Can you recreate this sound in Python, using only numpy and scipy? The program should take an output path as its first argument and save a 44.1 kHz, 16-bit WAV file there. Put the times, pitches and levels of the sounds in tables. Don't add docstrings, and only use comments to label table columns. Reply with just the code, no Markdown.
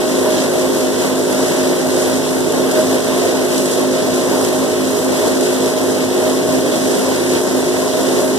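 import sys
import numpy as np
from scipy import signal
from scipy.fft import rfft, irfft, next_fast_len
from scipy.io import wavfile
from scipy.ndimage import uniform_filter1d

SR = 44100
rng = np.random.default_rng(int(sys.argv[2]) if len(sys.argv) > 2 else 0)


def log_audio(samples):
    frames = np.atleast_2d(samples).T
    limited = np.clip(frames, -1, 1)
    pcm = np.round(limited * 32767).astype(np.int16)
    wavfile.write(sys.argv[1], SR, pcm)


N = 369558
TIME, FREQ = np.arange(N) / SR, np.fft.rfftfreq(N, 1 / SR)


# harmonic of the turn, left level in dB, right level in dB.
BLOWER_HARMONICS = [(1, -58, -46.5), (2, -56, -40), (3, -38.5, -36.5), (4, -42, -37.5), (5, -23.7, -21.2),
                    (6, -46, -30.5), (7, -22.7, -25), (8, -31.5, -24.6), (9, -43, -35.5), (10, -44, -41),
                    (11, -35.8, -40), (12, -26.5, -26.5), (13, -39, -48), (14, -45, -52), (15, -43.5, -46),
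                    (16, -47, -49), (17, -48, -46), (18, -54, -53), (20, -45.5, -45), (21, -47, -49),
                    (25, -51, -50), (29, -45.5, -51.5), (30, -48.5, -60)]
# harmonic, sideband above (+1)
# or below (-1), sideband level in dB, time of a crest in seconds, flutter in dB, share of the load surge.
THROBS = [(4, -1, -2.5, 0.15, 1, .2), (5, 1, -9, .16, .75, .1), (7, -1, -17, 0.25, 1.83, .1),
          (8, 1, -6, 0.005, 1.1, .1), (12, 1, -15, 0.082, 2.1, 0)]
# time in seconds, gain in dB.
MIDDLE_TONE_RIDE = [(0.0, 0), (0.68, 0.5), (0.8, -3), (1.24, 2.5), (1.36, 0), (1.72, 4.5), (1.84, -3),
                    (2.0, 5), (2.4, -3.5), (2.64, 2), (2.72, -5), (2.96, 2.5), (3.08, -4), (3.48, 1.5),
                    (3.68, 2), (3.92, 3.5), (4.04, -2), (4.48, 0.5), (4.6, -3.5), (4.72, 1.5), (5.0, -5),
                    (5.16, -0.5), (5.64, 3), (5.76, -7), (5.96, 1.5), (6.28, 2.5), (6.84, -3.0), (6.92, 3),
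                    (7.08, -6), (7.28, 5.5), (7.44, 4), (7.52, -5), (7.68, 2), (8.04, -2.0), (8.16, 3.5),
                    (8.37, 1)]
# time in seconds, gain in dB.
WHINE_RIDE = [(0.0, 1), (0.32, 3.5), (0.68, -2.5), (0.96, 0.5), (1.2, -5), (1.48, 3.5), (1.96, -2.5),
              (2.6, -2.5), (2.8, 5.5), (2.92, -3), (3.36, 2.5), (3.92, -1), (4.08, 5), (4.16, -2),
              (4.32, 5.5), (4.64, -3.5), (4.72, -0.5), (5.08, -1.5), (5.2, 5), (5.6, -3), (5.68, 2.0),
              (5.88, 1), (6.24, 3), (6.36, -4), (6.48, 3), (6.64, -4), (6.92, 0.5), (7.12, -3.5),
              (7.32, -0.5), (7.6, -8.5), (8.04, 5), (8.12, -3.0), (8.24, 2.0), (8.37, -5)]

def blower(turns, turn_hz, load_db, auger_hz=4.047, flutter_rate=26):
    swells = {}
    for order, side, sideband_db, crest_s, flutter_db, load_share in THROBS:
        beat = 1 + amp(sideband_db) * np.exp(2j * np.pi * np.sign(side) * auger_hz * (TIME - crest_s))
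        swells[round(order)] = beat * amp(flutter_db * wander(flutter_rate) + load_share * load_db)
    for order, ride in ((7, MIDDLE_TONE_RIDE), (12, WHINE_RIDE)):
        swells[order] = swells[order] * amp(over_time(ride))
    return machine_tones(BLOWER_HARMONICS, turns, turn_hz, swells, waver_db=2.04, smear=0.57)


# time in seconds, turns per second.
BLOWER_SPEED = [(0, 51.99), (.8, 51.79), (1.3, 51.92), (3.7, 51.91), (4.8, 51.96), (6.2, 51.95),
                (7.4, 51.81), (7.7, 51.96), (8.38, 51.97)]

def rotor():
    turn_hz = over_time(BLOWER_SPEED)
    return np.cumsum(turn_hz) / SR, turn_hz.mean()


def machine_tones(harmonics, cycles, base_hz, swells, waver_db, smear, scatter_per_khz=0.64):
    out = np.zeros((2, N))
    for order, left_db, right_db in harmonics:
        order = round(order)
        khz = order * base_hz / 1000
        phase = 2 * np.pi * (order * cycles + rng.random()) + smear * np.sqrt(khz) * wander(7)
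        envelope = swells[order] if order in swells else amp(waver_db * wander(6))
        scatter = scatter_per_khz * khz
        echoes = scatter * (wander(20) + 1j * wander(20)) / np.sqrt(2)
        tone = np.sqrt(2) * envelope * np.exp(1j * phase) * (1 + echoes) / np.hypot(1, scatter)
        left_lead = over_hz(STEREO_IMAGE, column=2, hz=order * base_hz)
        out[0] += amp(left_db) * tone.imag
        out[1] += amp(right_db) * (tone * np.exp(-1j * left_lead)).imag
    return out


# frequency in Hz, relative level in dB.
ROAR_SPECTRUM = [(25, -87), (44, -74), (64, -71), (88, -59), (130, -59), (170, -52.5), (250, -50),
                 (350, -44), (440, -44.5), (560, -45), (660, -48.5), (770, -55), (1030, -56.5),
                 (1220, -61.5), (3000, -76.5)]

def augers(turns, load_db, trim_db=0.3):
    knocks = grains(per_second=1100, spread_db=1.37, ring_s=0.0049)
    rumble = silo_wall(knocks, t60_s=1.67, wet_db=-2)
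    pulse = 1 + 0.044 * np.cos(2 * np.pi * 2 * turns)
    churn = patchy(rumble * pulse, lowest_hz=98.0, depth_db=0.87, rate=16)
    return colour(churn, ROAR_SPECTRUM) * amp(trim_db + load_db)


# frequency in Hz, relative level in dB.
HISS_SPECTRUM = [(600, -79), (1200, -72.5), (1480, -60), (1950, -63.5), (2300, -65.5), (2700, -64.5),
                 (3200, -63.5), (4100, -63), (4900, -64), (6500, -63.5), (7800, -64.5), (8700, -65.5),
                 (9500, -66.5), (10500, -67.5), (12000, -71.5), (14200, -80)]

def chute(turns, stalks_db, chaff_db, surge_share=0.95, crossover_hz=5500, trim_db=-0.1):
    stalks = grains(per_second=6500, spread_db=2.5, ring_s=0.0075) * amp(surge_share * stalks_db)
    chaff = grains(per_second=7500, spread_db=2.5, ring_s=0.004) * amp(surge_share * chaff_db)
    coarse = 1 / (1 + (FREQ / crossover_hz) ** 4)
    spray = irfft(np.sqrt(coarse) * rfft(stalks) + np.sqrt(1 - coarse) * rfft(chaff), N)
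    fling = 1 + 0.075 * np.cos(2 * np.pi * turns)
    stream = patchy(spray * fling, lowest_hz=1600, depth_db=0.78, rate=28)
    return colour(stream, HISS_SPECTRUM) * amp(trim_db)


# start in seconds, relative level in dB.
KERNEL_HITS = [(.596, 4), (1.327, 7), (2.02, 7), (2.405, 7), (2.522, 8), (2.712, 10), (2.945, 8),
               (3.58, 10.5), (3.657, 10), (4.448, 8), (4.485, 5), (4.714, 3), (5.12, 5), (5.198, 6),
               (5.409, 8), (5.659, 3), (5.95, 3)]

def kernel_ticks(ring_s=0.0025, spurt_s=0.014, spurt_db=-10, low_cut_hz=4000):
    hits = np.zeros(N)
    for start_s, level_db in KERNEL_HITS:
        hits[int(start_s * SR)] += amp(level_db)
    envelope = np.hypot(decay(hits, ring_s), amp(spurt_db) * decay(hits, spurt_s))
    clicks = colour(envelope * rng.standard_normal((2, N)), HISS_SPECTRUM)
    return signal.sosfilt(signal.butter(1, low_cut_hz, "high", fs=SR, output="sos"), clicks)


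# harmonic of the tooth rate, left level in dB, right level in dB.
DRIVE_HARMONICS = [(1, -34.5, -42), (2, -43, -39.5), (3, -51, -47)]

def drive(tooth_hz=230.6):
    return machine_tones(DRIVE_HARMONICS, tooth_hz * TIME, tooth_hz, {}, waver_db=0.5, smear=0.99)


# centre in seconds, width at half height in seconds,
# then the surge of flow in dB at the augers, in the stalks and in the chaff.
SILAGE_CLUMPS = [(0.17, 0.06, 2.0, 2.0, 1.5), (0.38, 0.16, 2.0, 4, 1.5), (0.6, 0.13, 1, 2, 0.5),
                 (0.78, 0.07, 0.5, 1.0, 2.5), (0.87, 0.08, 1.5, 0.0, 0), (1.05, 0.07, 2.5, 1.5, 3.0),
                 (1.32, 0.06, 1.5, 1.5, 2.5), (1.51, 0.19, 1.5, 3.5, 2.0), (1.66, 0.06, 3, 1, 0.5),
                 (2.09, 0.21, 1.5, 2.0, 2.5), (2.37, 0.11, 1.5, 0, 0), (2.81, 0.23, 2.5, 2.5, 1.5),
                 (2.94, 0.06, 0, 2, 1), (3.2, 0.24, 1.5, 3, 0), (3.38, 0.12, 1.5, 1, -1),
                 (3.56, 0.11, 2, 2.5, 2.5), (3.64, 0.17, 0, 1.0, 1.5), (3.75, 0.09, 0.5, 1.5, 3),
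                 (4.13, 0.15, 2.5, 2.5, 0.5), (4.33, 0.1, 3.0, 1.0, -1), (4.47, 0.2, 2.0, 1, 3),
                 (4.99, 0.07, 0.5, -0.5, 2.0), (5.23, 0.21, 2.5, 2.5, 2.5), (5.46, 0.15, 0.5, 1.5, 3),
                 (5.67, 0.11, 0.5, 0.5, 1.5), (6.28, 0.11, 1.5, 2.5, 1.5), (6.56, 0.09, 2.5, 1.5, 1.5),
                 (6.76, 0.07, 2.5, 2, 3), (6.95, 0.088, 3, 3, 3.5), (7.15, 0.15, 1, 1.5, 1),
                 (7.35, 0.07, 1.5, 3.5, 2), (7.48, 0.26, 1.0, 0.5, 1.5), (7.99, 0.18, 2, 2.5, 2.0),
                 (8.2, 0.1, 3, 3, 4)]

def feed_flow(trickle_db=0.38, trickle_rate=24):
    flow_db = np.zeros((3, N))
    for centre_s, width_s, *surges_db in SILAGE_CLUMPS:
        bell = 0.5 ** ((2 * (TIME - centre_s) / width_s) ** 2)
        flow_db += np.outer(surges_db, bell)
    return flow_db - flow_db.mean(axis=1, keepdims=True) + trickle_db * wander(trickle_rate)


def silo_wall(x, t60_s, wet_db):
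    tail = rng.standard_normal((2, N)) * amp(-60 * TIME / t60_s)
    tail /= np.sqrt(np.sum(tail ** 2, axis=1, keepdims=True))
    return irfft(rfft(x) * (1 + amp(wet_db) * rfft(tail)), N) / np.hypot(1, amp(wet_db))


# frequency in Hz, likeness (held between -1, opposed,
# and 1, alike), phase lead of the left channel in radians.
STEREO_IMAGE = [(50, 0.3, 2.05), (100, 0.48, 0.34), (160, 0.62, 0.6), (259, 0.48, 0.74), (354, 0.68, -0.87),
                (430, -0.023, 0.5), (492, 0.55, -0.2), (600, 0.5, -0.43), (845, 0.28, -0.34),
                (1310, 0.017, -0.2), (2042, -0.33, -0.5), (2073, -1.12, -0.4), (2640, -0.99, 0.23),
                (2578, 0.029, -0.1)]

def stereo_spread(x):
    left, unrelated = rfft(x)
    likeness = np.clip(over_hz(STEREO_IMAGE, column=1), -1, 1)
    right = likeness * left + np.sqrt(1 - likeness ** 2) * unrelated
    right *= np.exp(-1j * over_hz(STEREO_IMAGE, column=2))
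    return irfft(np.array([left, right]), N)


def grains(per_second, spread_db, ring_s):
    struck = rng.random(N) < per_second / SR
    size = amp(spread_db * np.minimum(rng.exponential(size=N), 5))
    energy = decay(struck * size ** 2, ring_s / 2)
    return unit_rms(np.sqrt(energy) * rng.standard_normal((2, N)))


def patchy(x, lowest_hz, depth_db, rate, bands=4):
    size = next_fast_len(N)
    hz = np.maximum(np.fft.rfftfreq(size, 1 / SR), 1)
    octave = np.clip(np.log2(hz / lowest_hz), 0, bands - 1)
    spectrum, out = rfft(x, size), np.zeros((2, N))
    for band in range(bands):
        share = np.maximum(1 - np.abs(octave - band), 0)
        out += irfft(spectrum * share, size)[:, :N] * amp(depth_db * wander(rate))
    return out


def wander(rate):
    step = max(int(SR / rate), 2)
    knots = rng.standard_normal(N // step + 2)
    ramps = np.interp(np.arange(N) / step, np.arange(len(knots)), knots)
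    return unit_rms(uniform_filter1d(ramps, step))


def decay(hits, fade_s):
    return signal.lfilter([1], [1, -np.exp(-1 / (fade_s * SR))], hits)


def colour(x, spectrum):
    return irfft(rfft(x) * amp(over_hz(spectrum, column=1)) * np.sqrt(SR / 2), N)


def over_time(rows):
    return np.interp(TIME, *np.transpose(rows))


def over_hz(rows, column, hz=FREQ):
    rows = np.array(rows)
    return np.interp(np.log(np.maximum(hz, 1)), np.log(rows[:, 0]), rows[:, column])


def amp(db):
    return 10 ** (np.asarray(db) / 20)


def unit_rms(x):
    return x / np.sqrt(np.mean(x ** 2))


def scene():
    turns, turn_hz = rotor()
    load_db, stalks_db, chaff_db = feed_flow()
    noises = augers(turns, load_db) + chute(turns, stalks_db, chaff_db) + kernel_ticks()
    return blower(turns, turn_hz, load_db) + drive() + stereo_spread(noises)


# frequency in Hz, share (0-1) of the opposite channel taken out of the left
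WIDENING = [(615, 0.21, 0.17), (900, 0.48, 0.7), (1110, 0.86, 1), (1340, 0.28, 0.2), (1970, 0, 0.03),
            (2134, 0.95, 0.91), (3380, 1, 0.86), (4000, 0.4, 0.25), (4570, 0.45, 0.63), (4940, 0, 0.05),
            (6900, 0.3, 0.33), (14000, 0, 0.14)]

def record(dry, lag_s=0.000446, top_hz=14250):
    channels = rfft(dry)
    share = np.clip([over_hz(WIDENING, column=1), over_hz(WIDENING, column=2)], 0, 1)
    delay = np.exp(-2j * np.pi * FREQ * lag_s)
    wide = irfft((channels - share * delay * channels[::-1]) / np.hypot(1, share), N)
    rounded = wide / (1 + wide ** 8) ** (1 / 8)
    return signal.sosfilt(signal.ellip(10, 0.1, 80, top_hz, fs=SR, output="sos"), rounded)


dry = scene()
out = record(dry)
log_audio(out)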